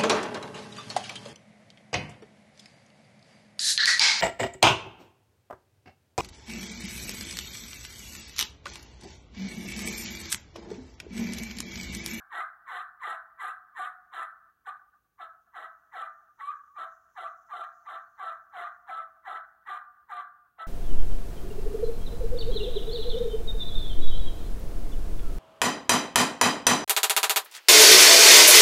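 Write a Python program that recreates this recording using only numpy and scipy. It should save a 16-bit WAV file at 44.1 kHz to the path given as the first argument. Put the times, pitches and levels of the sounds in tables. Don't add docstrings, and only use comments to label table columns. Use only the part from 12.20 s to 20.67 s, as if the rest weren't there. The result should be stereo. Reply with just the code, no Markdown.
import sys
import numpy as np
from scipy import signal
from scipy.fft import rfft, irfft, next_fast_len
from scipy.io import wavfile
from scipy.ndimage import uniform_filter1d

SR = 44100
rng = np.random.default_rng(int(sys.argv[2]) if len(sys.argv) > 2 else 0)


def to_wav(s):
    ch = np.atleast_2d(s).T
    pcm = np.round(np.clip(ch, -1, 1) * 32767)
    wavfile.write(sys.argv[1], SR, pcm.astype(np.int16))


N = 373527
TIME = np.arange(N) / SR

# f/Hz, level/dB
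AIR_SPECTRUM = [(20, -28.5), (45, 3.5), (65, 4), (120, -2), (300, -7), (1000, -16), (3000, -19.5),
                (7000, -25.5), (12000, -20), (15500, -14)]
# f/Hz, level/dB
HISS_SPECTRUM = [(3500, -49), (5200, 1.5), (6100, 12), (7200, 7), (9000, -37)]
# t/s, level/dB
HISS_COURSE = [(0, -110), (3.9, -93), (4.5, -89.5), (5.1, -81.5), (5.45, -83), (5.9, -89.5), (8.47, -110)]
# t/s, f/Hz, level/dB
BIRD_NOTES = [(5.52, 4900, -89), (5.60, 4500, -88), (5.86, 4300, -87), (5.95, 4300, -87)]
# delay t/s, level/dB
TRUNK_ECHOES = [(.006, -20), (.019, -19), (.031, -20), (.052, -22.5), (.078, -28), (.125, -33), (.19, -37),
                (.268, -39)]
# f/Hz, level/dB
WOOD_RESPONSE = [(200, 8), (500, -29), (650, 11.5), (900, -4.5), (1300, 5), (1700, 3.5), (2000, -4),
                 (2400, -2), (3000, -5), (6000, -8), (15000, 5)]
# f/Hz, left over right level/dB
PORT_LEVEL = [(400, -1), (800, 0), (1250, 3), (2000, 2), (3200, 2), (4200, 0), (15000, 0)]
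# f/Hz, lead t/s
PORT_ADVANCE = [(600, .00042), (950, .00045), (1300, .00034), (1800, .00033), (2400, .00026), (2900, .0004),
                (4700, .000318), (9200, .000272), (15000, .000265)]
# f/Hz, level/dB
SPIT_SPECTRUM = [(2000, -27), (2500, 2.5), (2800, 7), (3250, 14), (3420, 11.5), (3650, 15.5), (3880, 14),
                 (4120, 20.5), (4400, -26), (4800, -36)]
# f/Hz, level/dB
SPRAY_SPECTRUM = [(4500, -50), (6000, -22.5), (7400, 2.5), (8800, 5.5), (9600, 1), (10700, 5.5),
                  (12500, -12.5), (15000, -15.5)]
# t/s, level/dB
SPRAY_COURSE = [(0.1, -39), (1.25, -30.5), (2.0, -33.5), (3.0, -42), (4.2, -37.5), (5.3, -40), (6.7, -43),
                (7.5, -40), (8.4, -42)]
# f/Hz, level/dB
RATTLE_SPECTRUM = [(150, -71), (280, -44.5), (380, -5), (450, -12.5), (510, 0), (580, -15.5), (720, 9),
                   (850, 15.5), (1000, -25), (1400, -84)]
# f/Hz, level/dB
CORE_RESONANCE = [(700, -55), (950, 1.5), (1120, 12), (1400, 8), (1800, -38), (2200, -46), (2550, -46)]
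# f/Hz, level/dB
EDGE_RESONANCE = [(900, -59.5), (1250, -22.5), (1550, 15), (1780, 7.5), (1960, -11.5), (2200, 0.5),
                  (2400, -15.5), (2600, -53)]
# f/Hz, level/dB
THROAT_GAIN = [(300, -26.5), (520, -47.5), (650, -19.5), (760, -3.5), (900, -11), (1150, 4.5), (1330, 1),
               (1650, -6), (2000, -30), (2300, -16), (2600, -68.5)]
# f/Hz, level/dB, share of the sharp edge's level that they follow [0-1]
MEMBRANE_MODES = [(1130, -11, 0), (1530, -1.5, .8), (1760, -5.5, 1), (1950, -4.5, 1)]
# start t/s, end t/s, first f/Hz, last f/Hz, share of the sound [0-1]
SQUEAK_EVENTS = [(0.203, 0.229, 1225, 1270, 0.5), (0.581, 0.619, 1195, 1401, 0.58),
                 (0.845, 0.87, 1189, 1210, 0.58), (0.935, 0.955, 1257, 1362, 0.4),
                 (1.247, 1.313, 1197, 1399, 0.66), (1.592, 1.677, 1170, 1330, 0.49),
                 (2.002, 2.043, 1184, 1377, 0.55), (2.477, 2.509, 1172, 1274, 0.73),
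                 (3.823, 3.857, 1192, 1232, 0.86), (4.213, 4.314, 1123, 1270, 0.99),
                 (4.564, 4.586, 1198, 1089, 0.91), (4.655, 4.665, 1172, 1222, 0.82),
                 (5.042, 5.076, 1147, 1320, 0.91), (5.317, 5.337, 1211, 1110, 0.98),
                 (5.417, 5.439, 1181, 1240, 1), (5.668, 5.687, 1197, 1102, 0.96),
                 (5.762, 5.784, 1157, 1264, 0.79), (6.001, 6.028, 1131, 1189, 0.83),
                 (6.103, 6.119, 1217, 1250, 0.92), (6.441, 6.468, 1185, 1263, 0.89),
                 (6.794, 6.816, 1206, 1174, 0.88), (7.481, 7.491, 1199, 1149, 0.99),
                 (7.507, 7.584, 1186, 1240, 0.67), (7.92, 7.995, 1199, 1154, 0.79)]
# start t/s, length t/s, fall to the low note t/s, low f/Hz, level/dB, swell over the yelp level/dB,
# clear tone relative level/dB, sharp edge relative level/dB
YELP_EVENTS = [(0.099, .15, .055, 662, -23.5, 4, -8.5, 0), (.455, .19, 0.082, 728, -25.5, -3, -7, -1),
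               (.797, 0.18, 0.071, 656.4, -25, -4, -3, 0),
               (1.181, 0.16, 0.059, 738, -25.5, -11.5, -10.5, -2),
               (1.542, 0.16, 0.058, 736, -26, -0.5, 0, -3), (1.913, .15, .04, 668.6, -26, 0.5, -6, -2),
               (2.453, 0.058, 0.022, 765, -21.5, 3.5, -10.5, -4),
               (2.982, 0.1, .035, 652, -31.5, -11, -2, -7), (3.33, 0.16, 0.046, 650, -30.5, -5.5, -4, -6),
               (3.713, 0.16, 0.059, 657.2, -27.5, 7, -1, -5), (4.182, 0.14, 0.053, 790, -25, 9, -25.5, -8),
               (4.553, 0.13, 0.04, 656.2, -28.5, -6, -2.5, -7),
               (4.948, 0.15, 0.05, 673.7, -27.5, 2.5, 4, -7),
               (5.286, 0.19, 0.064, 675.7, -28, -1.5, 4, -7.5),
               (5.648, .157, .052, 671.3, -29, 1, -4.5, -7),
               (5.976, 0.18, 0.058, 663.1, -27.5, -9.5, -0.5, -8),
               (6.318, 0.18, 0.048, 702.7, -27.5, 2, -3.5, -7.5),
               (6.664, 0.18, 0.05, 654.3, -28.5, -2.5, 2, -6.5),
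               (7.037, 0.17, 0.062, 654.4, -27.5, -2.5, -2, -5.5),
               (7.455, 0.14, .043, 731.8, -25, -1.5, -11.5, -7),
               (7.882, .16, 0.048, 717.3, -27.5, -2, -3, -6.5),
               (8.378, .085, 0.013, 658.3, -27, -0.5, 3.5, -4)]

ATTACK_S, ATTACK_PER_FALL, ATTACK_DEPTH_DB, ATTACK_CURVE = 0.033, 0.26, 25.5, 2.62
RELEASE_S, RELEASE_DEPTH_DB, RELEASE_CURVE = 0.046, 16, 1.45
SHAKE_DB, SHAKES_PER_S = .7, 70
SQUEAK_GAIN_DB = 2.8
LEAVE_SHARE = .69
SWING_LIMIT_DB = -20.5
LOWEST_HZ = 257
CUTOFF_HZ = 15800


def from_db(db):
    return 10 ** (np.asarray(db) / 20)


def rms_one(x):
    return x / np.sqrt(np.mean(x ** 2) + 1e-20)


def at_hz(points, hz):
    f, value = np.transpose(points)
    return np.interp(np.log(np.maximum(hz, 1)), np.log(f), value)


def colour(x, spectrum):
    size = next_fast_len(x.shape[-1] + 4096)
    hz = np.arange(size // 2 + 1) * SR / size
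    gain = from_db(at_hz(spectrum, hz))
    return irfft(rfft(x, size) * gain, size)[..., :x.shape[-1]]


def drift(rate):
    knots = rng.standard_normal(int(N / SR * rate) + 2)
    return rms_one(np.interp(TIME * rate, np.arange(len(knots)), knots))


def gate(start, end, ramp):
    return np.clip(np.minimum(TIME - start, end - TIME) / ramp + .5, 0, 1)


def still_air(apart):
    noise = rng.standard_normal(N) + apart * rng.standard_normal((2, N))
    return rms_one(colour(noise, AIR_SPECTRUM))


def far_hiss():
    level_db = np.interp(TIME, *np.transpose(HISS_COURSE)) + 2.6 * drift(40)
    return rms_one(colour(rng.standard_normal(N), HISS_SPECTRUM)) * from_db(level_db)


def songbird():
    blurred_time = np.cumsum(1 + .04 * drift(600)) / SR
    return sum(from_db(db) * gate(start, start + 0.026, .02) * np.sin(2 * np.pi * hz * blurred_time)
               for start, hz, db in BIRD_NOTES)


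def background(air_db, apart):
    return from_db(air_db) * still_air(apart) + far_hiss() + songbird()


def dying_echo(level_db, t60):
    noise = rng.standard_normal((2, SR))
    tail = rms_one(colour(noise, CORE_RESONANCE)) + rms_one(colour(noise, EDGE_RESONANCE))
    tail = tail + 0.33 * rms_one(colour(noise, RATTLE_SPECTRUM))
    decay = from_db(level_db - 60 * TIME[:SR] / t60)
    return np.pad(colour(tail, WOOD_RESPONSE) * decay, ((0, 0), (0, N - SR)))


def wood(x, near_db, near_t60, far_db, far_t60, far_cut_hz, clump_db):
    t = TIME[:SR]
    build_up = np.clip(t / .015, 0, 1)
    near = rng.standard_normal((2, SR)) * from_db(near_db - 60 * t / near_t60) * build_up
    far_level_db = far_db - 60 * t / far_t60 + clump_db * drift(45)[:SR]
    far = rng.standard_normal((2, SR)) * from_db(far_level_db) * build_up
    for delay, db in TRUNK_ECHOES:
        path = far if delay > .1 else near
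        arrival = delay + rng.uniform(0, .0006, 2)
        path[[0, 1], (arrival * SR).astype(int)] += from_db(db)
    far = signal.sosfilt(signal.butter(4, far_cut_hz, fs=SR, output="sos"), far)
    return signal.fftconvolve(x[None], colour(near + far, WOOD_RESPONSE), axes=1)[:, :N]


def ports(x):
    size = next_fast_len(N + 4096)
    hz = np.arange(size // 2 + 1) * SR / size
    tilt = from_db(at_hz(PORT_LEVEL, hz) / 2)
    advance = np.exp(2j * np.pi * hz * at_hz(PORT_ADVANCE, hz))
    return irfft(rfft(x, size) * [tilt * advance, 1 / tilt], size)[:, :N]


def radiate(x):
    power = np.abs(uniform_filter1d(x ** 2, int(.004 * SR)))
    limited = x / (1 + (power / from_db(SWING_LIMIT_DB) ** 2) ** 2) ** .25
    return signal.sosfilt(signal.butter(2, LOWEST_HZ, "high", fs=SR, output="sos"), limited)


def flutter(swing, spectrum, spread_db):
    bursts = np.abs(swing) ** 1.1 * from_db(spread_db * drift(160))
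    return rms_one(colour(bursts * rng.standard_normal(N), spectrum))


def ribbed(x, spacing_hz, depth):
    reflection = np.interp(TIME - 1 / spacing_hz, TIME, x)
    return (x + depth * reflection) / np.hypot(1, depth)


def even(x, span):
    power = np.abs(uniform_filter1d(x ** 2, max(int(span * SR), 8)))
    return x / np.sqrt(power + 1e-6)


def loudness(share):
    gain = np.zeros(N)
    for start, length, fall, _, level_db, swell_db, _, _ in YELP_EVENTS:
        near = np.abs(TIME - start - length / 2) < length
        t = TIME[near] - start
        rising = np.maximum(1 - t / (ATTACK_S + ATTACK_PER_FALL * fall), 0) ** ATTACK_CURVE
        closing = np.maximum(1 - (length - t) / RELEASE_S, 0) ** RELEASE_CURVE
        held_db = level_db + swell_db * (t / length - .5)
        gain[near] += from_db(held_db - ATTACK_DEPTH_DB * rising - RELEASE_DEPTH_DB * closing)
    return gain * from_db(SQUEAK_GAIN_DB * share + SHAKE_DB * drift(SHAKES_PER_S))


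def gesture(high_hz, hz_per_edge_db, release_hz, sag, release_tone_db, onset_tone_db, glide_tone_db):
    rows = []  # t/s, f/Hz, clear tone level/dB, sharp edge level/dB, opening
    for start, length, fall, hz, _, _, tone_db, edge_db in YELP_EVENTS:
        low, leave, end = start + fall, start + LEAVE_SHARE * length, start + length
        top = high_hz + hz_per_edge_db * edge_db
        rows += [(start, top, onset_tone_db + edge_db, edge_db, .05),
                 (start + .6 * fall, .62 * hz + .38 * top, glide_tone_db, edge_db, .45),
                 (low, hz * (1 + sag), tone_db, edge_db, 1),
                 ((low + leave) / 2, hz * (1 - sag), tone_db, edge_db, 1),
                 (leave, hz * (1 + sag), tone_db, edge_db, 1),
                 (leave + .3 * (end - leave), hz * 1.07, release_tone_db, edge_db, .8),
                 (end, release_hz, release_tone_db, edge_db, .4)]
    times, *columns = np.transpose(rows)
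    return [np.interp(TIME, np.sort(times), column) for column in columns]


def partial(number, pitch, cycles, spread_db, rate):
    level_db = at_hz(THROAT_GAIN, number * pitch) + spread_db * drift(rate)
    return from_db(level_db) * np.sin(2 * np.pi * number * cycles)


def membrane_modes(edge_db, beat_db):
    modes = np.zeros(N)
    for hz, db, follow in MEMBRANE_MODES:
        phase = 2 * np.pi * np.cumsum(hz * (1 + 0.027 * drift(80))) / SR
        modes += from_db(db + follow * edge_db + beat_db * drift(90)) * np.sin(phase)
    return modes


def slap_rasp(pitch, edge_db, slap_db, air_share):
    closing = np.diff(np.floor(np.cumsum(pitch * (1 + 0.14 * drift(700))) / SR), prepend=0)
    slaps = rms_one(closing * from_db(slap_db * drift(450))) + air_share * rng.standard_normal(N)
    core = from_db(1) * rms_one(colour(slaps, CORE_RESONANCE))
    edge = from_db(edge_db - 1.3) * rms_one(colour(slaps, EDGE_RESONANCE))
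    return core + edge


def membrane(pitch, tone_db, edge_db, jitter, slap_db, air_share, half_db, wander, beat_db):
    cycles = np.cumsum(pitch * (1 + jitter * drift(500))) / SR
    tone = sum(partial(k, pitch, cycles, 2.08, 110) for k in range(1, 4))
    slipped = cycles + np.cumsum(wander * pitch * drift(70)) / SR
    halves = sum(partial(k + .5, pitch, slipped, 2.5, 70) for k in range(3))
    rasp = slap_rasp(pitch, edge_db, slap_db, air_share)
    modes = membrane_modes(edge_db, beat_db)
    clear = from_db(tone_db + 5.5) * tone
    return even(.8 * rasp + modes + clear + from_db(half_db + edge_db / 2) * halves, span=.012)


def squeaks(waver, second_db):
    pitch, share = np.full(N, 1200.), np.zeros(N)
    for start, end, first_hz, last_hz, part in SQUEAK_EVENTS:
        near = slice(int((start - .006) * SR), int((end + .006) * SR))
        along = np.clip((TIME[near] - start) / (end - start), 0, 1)
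        pitch[near] = first_hz + (last_hz - first_hz) * along ** 2.6
        flank = np.minimum(TIME[near] - start, end - TIME[near]) / .006 + .5
        share[near] = np.clip(part, 0, .998) * np.clip(flank, 0, 1)
    phase = 2 * np.pi * np.cumsum(pitch * (1 + waver * drift(300))) / SR
    return np.sqrt(2) * (np.sin(phase) + from_db(second_db) * np.sin(2 * phase)), share


def caller():
    pitch, tone_db, edge_db, opening = gesture(
        high_hz=1259.7, hz_per_edge_db=40, release_hz=845.2, sag=.008,
        release_tone_db=-19, onset_tone_db=6.5, glide_tone_db=-3.5)
    rasp = membrane(pitch, tone_db, edge_db, jitter=.01, slap_db=4.5, air_share=.35,
                    half_db=-4, wander=.02, beat_db=4.5)
    squeak, share = squeaks(waver=.007, second_db=-30)
    swing = even((1 - share) ** .6 * rasp + np.sqrt(share) * squeak, span=.008)

    rattle_gain = from_db(-15.5 + 0.054 * edge_db) * opening ** 2 * np.sqrt(1 - share)
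    rattle = rattle_gain * flutter(swing, RATTLE_SPECTRUM, spread_db=3.0)
    spit = from_db(-22.5 + 0.22 * edge_db) * flutter(swing, SPIT_SPECTRUM, spread_db=2.0)
    spray_gain = from_db(np.interp(TIME, *np.transpose(SPRAY_COURSE)))
    spray = spray_gain * flutter(swing, SPRAY_SPECTRUM, spread_db=2.85)
    hiss = ribbed(spit + spray, spacing_hz=282, depth=.6)
    airflow = opening ** 0.64 * np.sqrt(1 - 0.8 * share)
    return loudness(share) * (swing + rattle + airflow * hiss)


def scene():
    voice = radiate(caller())
    direct = from_db(-2.0) * ports(voice)
    echoes = wood(voice, near_db=-49, near_t60=.25, far_db=-62, far_t60=1.05,
                  far_cut_hz=2000, clump_db=3.5)
    fading = dying_echo(level_db=-54.5, t60=0.48)
    return direct + echoes + fading + background(air_db=-77.5, apart=1.0)


def record(dry):
    return signal.sosfilt(signal.ellip(10, .2, 80, CUTOFF_HZ, fs=SR, output="sos"), dry)


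dry = scene()
out = record(dry)
to_wav(out)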